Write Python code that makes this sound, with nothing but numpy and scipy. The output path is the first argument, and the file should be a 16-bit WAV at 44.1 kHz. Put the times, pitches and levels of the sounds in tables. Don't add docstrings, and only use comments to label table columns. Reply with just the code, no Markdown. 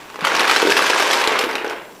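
import sys
import numpy as np
from scipy import signal
from scipy.fft import rfft, irfft, next_fast_len
from scipy.io import wavfile
from scipy.ndimage import uniform_filter1d, map_coordinates

SR = 44100
rng = np.random.default_rng(int(sys.argv[2]) if len(sys.argv) > 2 else 0)


def unload_audio(sound):
    columns = np.transpose(np.atleast_2d(sound))
    steps = np.round(np.clip(columns, -1, 1) * 32767)
    wavfile.write(sys.argv[1], SR, steps.astype(np.int16))


def field_ratio(decibels):
    return 10 ** (np.asarray(decibels, dtype=float) / 20)


N = 88200


def unit(x):
    return x / np.sqrt(np.mean(x ** 2) + 1e-20)


def along(points, hz):
    f, v = np.transpose(points)
    return np.interp(np.log(hz + 1), np.log(f + 1), v)


def wobble(rate):
    knots = rng.standard_normal(int(N * rate / SR) + 4)
    return map_coordinates(knots, [np.arange(N) * rate / SR])


def coloured(x, gain_db):
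    m = 2 * next_fast_len(N // 2 + 4096)
    gain = field_ratio(gain_db(np.fft.rfftfreq(m, 1 / SR)))
    c = irfft(np.log(gain + 1e-6), m)
    c[1:m // 2] *= 2
    c[m // 2 + 1:] = 0
    return irfft(rfft(x, m) * np.exp(rfft(c)), m)[:N]


def rings(s, hz, t60, gain, size):
    t = np.arange(size) / SR
    decay = field_ratio(-60 * t / t60[:, None])
    wave = gain[:, None] * np.sin(2 * np.pi * hz[:, None] * t) * decay
    at = np.round(s * SR).astype(int)[:, None] + np.arange(size)
    return np.bincount(at.ravel(), wave.ravel(), N + size + SR)[:N]


def clatter():
    # start in seconds, clatter level in dB, brightness of the treble in dB.
    pour_course = [(0, -37, -3.5), (.14, -40, 1), (.205, -33.5, -12), (0.239, -22.5, -11),
                   (0.251, -20.5, -2.5), (.32, -18, -5.5), (.5, -16, -1), (.58, -19, 4.5), (.65, -19, -2),
                   (.72, -22.5, 5), (.9, -17, 1), (1.15, -17.5, 0), (1.36, -17, -10), (1.47, -23, -12),
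                   (1.58, -25, -14), (1.631, -28, -17), (1.741, -28.5, -21), (2, -53.5, 11.5)]
    s, level_db, tilt_db = np.transpose(pour_course)
    t = np.arange(N) / SR
    hits_per_s, size_db, biggest = 1800, 3.3, 3
    cycles, rattle_db = 3.6, -7
    clump_db, treble_clump_db = 1.1, 1.3

    d = rng.random((int(hits_per_s * N / SR), 9))
    at = d[:, 0] * (N - 1) / SR
    strength_db = size_db * np.minimum(-np.log(d[:, 1] + 1e-9), biggest)
    strength = field_ratio(strength_db) * np.sign(d[:, 2] - .5)
    body = np.zeros(N)
    # lowest and highest ring in Hz, column of random draws.
    for lo, hi, k in [(250, 2000, 3), (1500, 6000, 4), (5000, 16000, 5)]:
        hz = lo * (hi / lo) ** d[:, k]
        delayed = at + .002 * d[:, k + 3]
        body += rings(delayed, hz, cycles / hz + 0.0027, strength * hz / 1000, size=500)
    body = unit(body) + field_ratio(rattle_db) * rng.standard_normal(N)

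    clumps_db = clump_db * wobble(59.98)
    flat = unit(coloured(body * field_ratio(clumps_db), hollow_db))
    power = uniform_filter1d(uniform_filter1d(flat ** 2, size=3000), size=3000)
    flat = flat / np.sqrt(power)
    highpass = signal.butter(2, 3500, "high", fs=SR, output="sos")
    treble = signal.sosfiltfilt(highpass, flat)
    bright = field_ratio(np.interp(t, s, tilt_db) + treble_clump_db * wobble(38.1))
    return (flat - treble + bright * treble) * field_ratio(np.interp(t, s, level_db))


def hollow_db(hz):
    # frequency in Hz, level in dB.
    tub_colour = [(60, -24), (200, -12), (420, -0.5), (700, -4.5), (1000, -3), (2500, -5), (6000, -18.5),
                  (14500, -40)]
    # centre in Hz, width in Hz, height in dB.
    hollow_rings = [(354, 13, 4.5), (424, 17, -1.5), (447, 8.7, 9.5), (531.5, 5.7, 10), (899, 130, 6),
                    (1120, 46, 5), (1600, 117, 3.5)]
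    peaks = sum(db / (1 + (2 * (hz - c) / w) ** 2) for c, w, db in hollow_rings)
    return along(tub_colour, hz) + peaks


def clacks():
    # start in seconds, peak in dB, main ring in Hz, brightness in dB.
    ball_clacks = [(0.0994, -21, 1060, 1), (0.158, -13, 1060, -5), (0.1858, -29, 955, -20),
                   (0.208, -16.5, 3650, 6), (0.2474, 1, 1144, 4), (0.2568, -7, 2070, 1),
                   (0.2694, 1.5, 1420, 0), (0.394, -1.5, 2700, 5.5), (0.4082, -4.5, 1290, 6.5),
                   (0.4465, -4.5, 1570, -1), (0.4953, 4.5, 1280, -0.5), (0.511, -3, 1640, 8),
                   (0.5611, 1.5, 1550, 4.5), (0.6173, -7, 1150, 11), (0.7041, -3, 2580, 5.5),
                   (0.718, 0.5, 1720, 1), (0.7668, 0.5, 1700, 6), (0.7772, -4, 1180, 7),
                   (0.7918, 3, 1190, -14), (0.821, -4, 1570, 8), (0.8432, -6.5, 1070, -3),
                   (0.8995, -2, 2630, 5), (0.9977, -1.5, 1470, 6), (1.0687, -10, 1430, 7.5),
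                   (1.1094, 0, 3370, 3), (1.13, -14, 2580, 21), (1.2142, -20.5, 1210, 21.5),
                   (1.2736, -12.5, 1800, 14.5), (1.389, -7, 4000, 12),
                   (1.41, -7, 1120, 7), (1.424, -17, 6040, 13), (1.51, -18.5, 5600, 10.5),
                  (1.5535, -10, 2370, 6.5), (1.581, -8, 2850, -9), (1.645, -7.5, 1490, -2.5),
                  (1.663, -9.5, 1470, -7), (1.678, -16.5, 5650, -7), (1.697, -15.5, 5450, 7),
                  (1.709, -13.5, 1470, 1), (1.729, -16, 990, -2),
                   (0.142, -18, 1010, -9), (0.189, -15, 1040, -7), (0.29, -25, 1480, 0),
                     (0.317, -0.5, 1420, -19), (0.349, -1.5, 1120, 3), (0.3651, -4.5, 1070, 4.5),
                     (0.4763, -4, 1300, 7.5), (0.525, -12, 1170, 7), (0.598, -21, 1650, -4),
                     (0.626, -12.5, 1160, 7), (0.6704, -5.5, 1490, 6), (0.6963, -4.5, 1570, 4),
                     (0.7112, -0.5, 1640, 0.5), (0.7565, -14, 1690, -3), (0.8033, -2.5, 1180, -17),
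                     (0.8701, -4, 1680, -5), (0.9315, -0.5, 1600, -11), (0.96, 1, 980, -12),
                     (1.0237, -2, 930, 5), (1.0451, -13, 1170, 1), (1.1447, -16, 940, 6),
                     (1.1806, -4, 950, -15), (1.2391, -10, 1090, 11), (1.3185, -7, 870, 2),
                     (1.3554, -2, 1120, -7), (1.4388, -13, 1480, 13), (1.49, -7.5, 950, -4),
                     (1.5294, -16.5, 900, 6)]
    s, db, hz, bright_db = np.transpose(np.array(ball_clacks))
    level_db, ring_t60, side_db, spread_s = -5.5, 0.018, -4, .008
    crack_db, crack_t60, tick_db, tick_t60 = -10, 0.048, 13.5, 0.0016

    out = rings(s + 0.001003, hz, ring_t60 * np.minimum(1, 2000 / hz), field_ratio(db), size=1500)

    d = rng.random((len(s), 3, 12))
    side_hz = 600 * 10 ** d[:, 0]
    tilt_db = bright_db[:, None] * np.log10(side_hz / 600)
    gain = field_ratio(db[:, None] + side_db + 9.44 * (d[:, 1] - 1.5) + tilt_db).ravel()
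    side_s = (s[:, None] + spread_s * d[:, 2] ** 2).ravel()
    side_hz = side_hz.ravel()
    out += rings(side_s, side_hz, ring_t60 * np.sqrt(1500 / side_hz), gain, size=1500)

    t = np.arange(1800) / SR
    crack = np.zeros(N + SR)
    lumps = field_ratio(0.83 * unit(uniform_filter1d(rng.standard_normal((len(s), len(t))), size=60)))
    noises = lumps * rng.standard_normal(lumps.shape)
    decay = field_ratio(-60 * t / crack_t60) + field_ratio(tick_db - 60 * t / tick_t60)
    shape = decay * (1 - np.exp(-t / 0.0012))
    for start, peak_db, noise in zip(s, db + bright_db, noises):
        crack[round(start * SR):][:len(t)] += field_ratio(peak_db + crack_db) * shape * noise
    crack_colour = [(500, -0.5), (3000, 8.5), (7000, -6.0), (14000, -11.5)]  # Hz, dB
    return field_ratio(level_db) * (out + coloured(crack, lambda f: along(crack_colour, f)))


def snaps():
    # start in seconds, peak in dB, ring in Hz.
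    ball_snaps = [(0.101, -22, 2710), (0.1435, -21, 1540), (0.1584, -18, 1300), (0.1878, -34, 1210),
                  (0.1925, -18, 1640), (0.209, -14, 1680), (0.2174, -13.5, 1350), (0.23, -19, 1340),
                  (0.2432, -11, 1490), (0.2453, -6, 1580), (0.2512, -6, 2320), (0.2704, -5.5, 2090),
                  (0.321, -32, 1420), (0.3542, -7, 1570), (0.4065, 0, 1940), (0.446, -6, 1430),
                  (0.4533, -3, 2410), (0.514, -1, 2830), (0.5201, -4, 2000), (0.5348, -3, 2120),
                  (0.563, -14, 1610), (0.567, -13, 3630), (0.6011, -2.5, 1580), (0.6197, -6, 1380),
                  (0.6274, -7.5, 2740), (0.6432, -21, 3060), (0.6723, -13, 1640), (0.7039, 0, 2820),
                  (0.7234, 4.5, 2490), (0.757, -10, 2260), (0.768, -7, 2710), (0.7756, 1, 2700),
                  (0.7922, -2, 2630), (0.806, -17, 1620), (0.8241, -1, 1640), (0.899, -3, 2886),
                  (0.905, -13, 2690), (0.9317, -18, 1680), (0.999, -11, 1660), (1.1095, -16, 3170),
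                  (1.1843, -16, 1970), (1.2404, -9, 2750), (1.2751, 2.5, 4070), (1.3363, -13, 1510),
                  (1.392, -0.5, 4100), (1.4196, -17, 3620), (1.4395, -13, 1430), (1.5053, -17, 1590),
                  (1.5144, -15, 2260), (1.555, -1, 2560), (1.5866, -25, 2760), (1.647, -18, 1660),
                  (1.6644, -14, 1450), (1.7268, -16, 1590), (1.734, -17, 1170), (1.7655, -29, 2370),
                  (1.7705, -29, 1550), (1.802, -36, 1810), (1.885, -44, 1370), (1.9347, -34, 1550)]
    s, db, hz = np.transpose(ball_snaps)
    level_db, edge_db, lead_s, dull_db, cycles = -1.5, -6.5, .0005, -4, 13
    s = s - lead_s
    db = db + level_db

    d = rng.random((len(s), 3))
    edge_hz = hz[:, None] * np.array([1.6, 2.5, 3.8]) * (0.81 + 0.35 * d)
    edge_hz = np.minimum(edge_hz, 14000).ravel()
    edge_gain = field_ratio((db[:, None] + edge_db * np.arange(1, 4)).ravel())
    out = rings(s, hz, cycles / hz, -field_ratio(db), size=600)
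    out += rings(s.repeat(3), edge_hz, cycles / edge_hz + 0.0017, -edge_gain, size=600)
    return coloured(out, lambda f: along([(4000, 0), (14000, dull_db)], f))


def thuds():
    # start in seconds, peak in dB, wall ring in Hz.
    wall_thuds = [(0.145, -23, 483), (0.188, -16.5, 490), (0.222, -8.5, 171), (0.248, -18, 487),
                  (0.316, -12, 503), (0.368, -20, 470), (0.422, -6, 754), (0.6263, 1.5, 440),
                  (0.65, -3.5, 336), (0.67, 2, 428), (0.68, -3.5, 414), (0.695, -2, 410), (0.817, -8, 580),
                  (0.898, -3, 497), (0.949, -11.5, 352), (0.973, -19, 484), (1.001, -14, 710),
                  (1.144, -10, 538), (1.158, -13, 437), (1.274, -8, 435), (1.316, -7.5, 447),
                  (1.405, -9.5, 470), (1.438, -2.5, 470), (1.465, -8.5, 335), (1.525, -15, 462),
                  (1.552, -10.5, 485), (1.612, -18, 390), (1.644, -7, 443), (1.67, -10, 464),
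                  (1.708, -12, 646), (1.789, -28, 400)]
    s, db, hz = np.transpose(wall_thuds)
    level_db, over_db, lag_s = -4.5, -12.5, 0.00092
    s = s + lag_s
    db = db + level_db
    t60 = 0.029 * 450 / hz
    main = rings(s, hz, t60, -field_ratio(db), size=3000)
    return main + rings(s, 1.01 * hz, t60 / 2, -field_ratio(db + over_db), size=3000)


def room(x):
    # frequency in Hz, time to fall by 60 dB in seconds.
    room_decay = [(200, 0.82), (1500, 0.52), (5000, 0.28), (12000, 0.54)]
    predelay_s = .006
    wet, step = np.zeros(N + SR), SR // 4
    for a in range(0, N, step):
        hz, t, z = signal.stft(rng.standard_normal(SR // 2), SR, nperseg=256)
        decay = field_ratio(-60 * t / along(room_decay, hz)[:, None])
        tail = signal.istft(z * decay, SR, nperseg=256)[1]
        part = signal.fftconvolve(x[a:a + step], tail / np.linalg.norm(tail))
        wet[a + round(predelay_s * SR):][:len(part)] += part
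    return wet[:N]


def jolts():
    # start in seconds, peak in dB, push in Hz.
    low_pushes = [
        (.705, -36, 45),
        (1.275, -22, 110),
    ]
    s, db, hz = np.transpose(low_pushes)
    return rings(s, hz, 0.89 / hz, field_ratio(db), size=3000)


def floor():
    # frequency in Hz, hiss level in dB.
    hiss_colour = [(25, -13), (100, -11), (300, -1.5), (1000, -5.5), (3000, -44), (6000, -25),
                   (12000, -25.5), (14600, -28)]
    # whine in Hz, average level in dB.
    camera_whines = [(7558, -64), (15149, -64)]
    t = np.arange(N) / SR
    out = field_ratio(-43.5) * unit(coloured(rng.standard_normal(N), lambda hz: along(hiss_colour, hz)))
    for hz, db in camera_whines:
        out = out + np.sqrt(2) * field_ratio(db) * np.sin(2 * np.pi * hz * t + 0.27 * wobble(30.0))
    return out


def scene():
    # frequency in Hz, microphone gain in dB.
    mic_colour = [(20, -52), (100, -24), (200, -10.5), (300, -2), (13000, -1.5), (15500, -11.5)]
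    room_db = -6
    balls = clatter() + clacks() + snaps() + thuds()
    heard = balls + field_ratio(room_db) * room(balls)
    return (coloured(heard, lambda hz: along(mic_colour, hz)) + jolts() + floor())[None]


def top_cut(x):
    return signal.sosfilt(signal.butter(12, 15830, fs=SR, output="sos"), x)


def record(dry):
    # frequency in Hz, gain at the top edge in dB.
    top_edge = [(15300, 0), (15800, -12), (16000, -70)]
    clipped = dry[0] / (1 + np.abs(dry[0] / .87) ** 8) ** (1 / 8)
    return top_cut(coloured(clipped, lambda hz: along(top_edge, hz))[None])


dry = scene()
out = record(dry)
unload_audio(out)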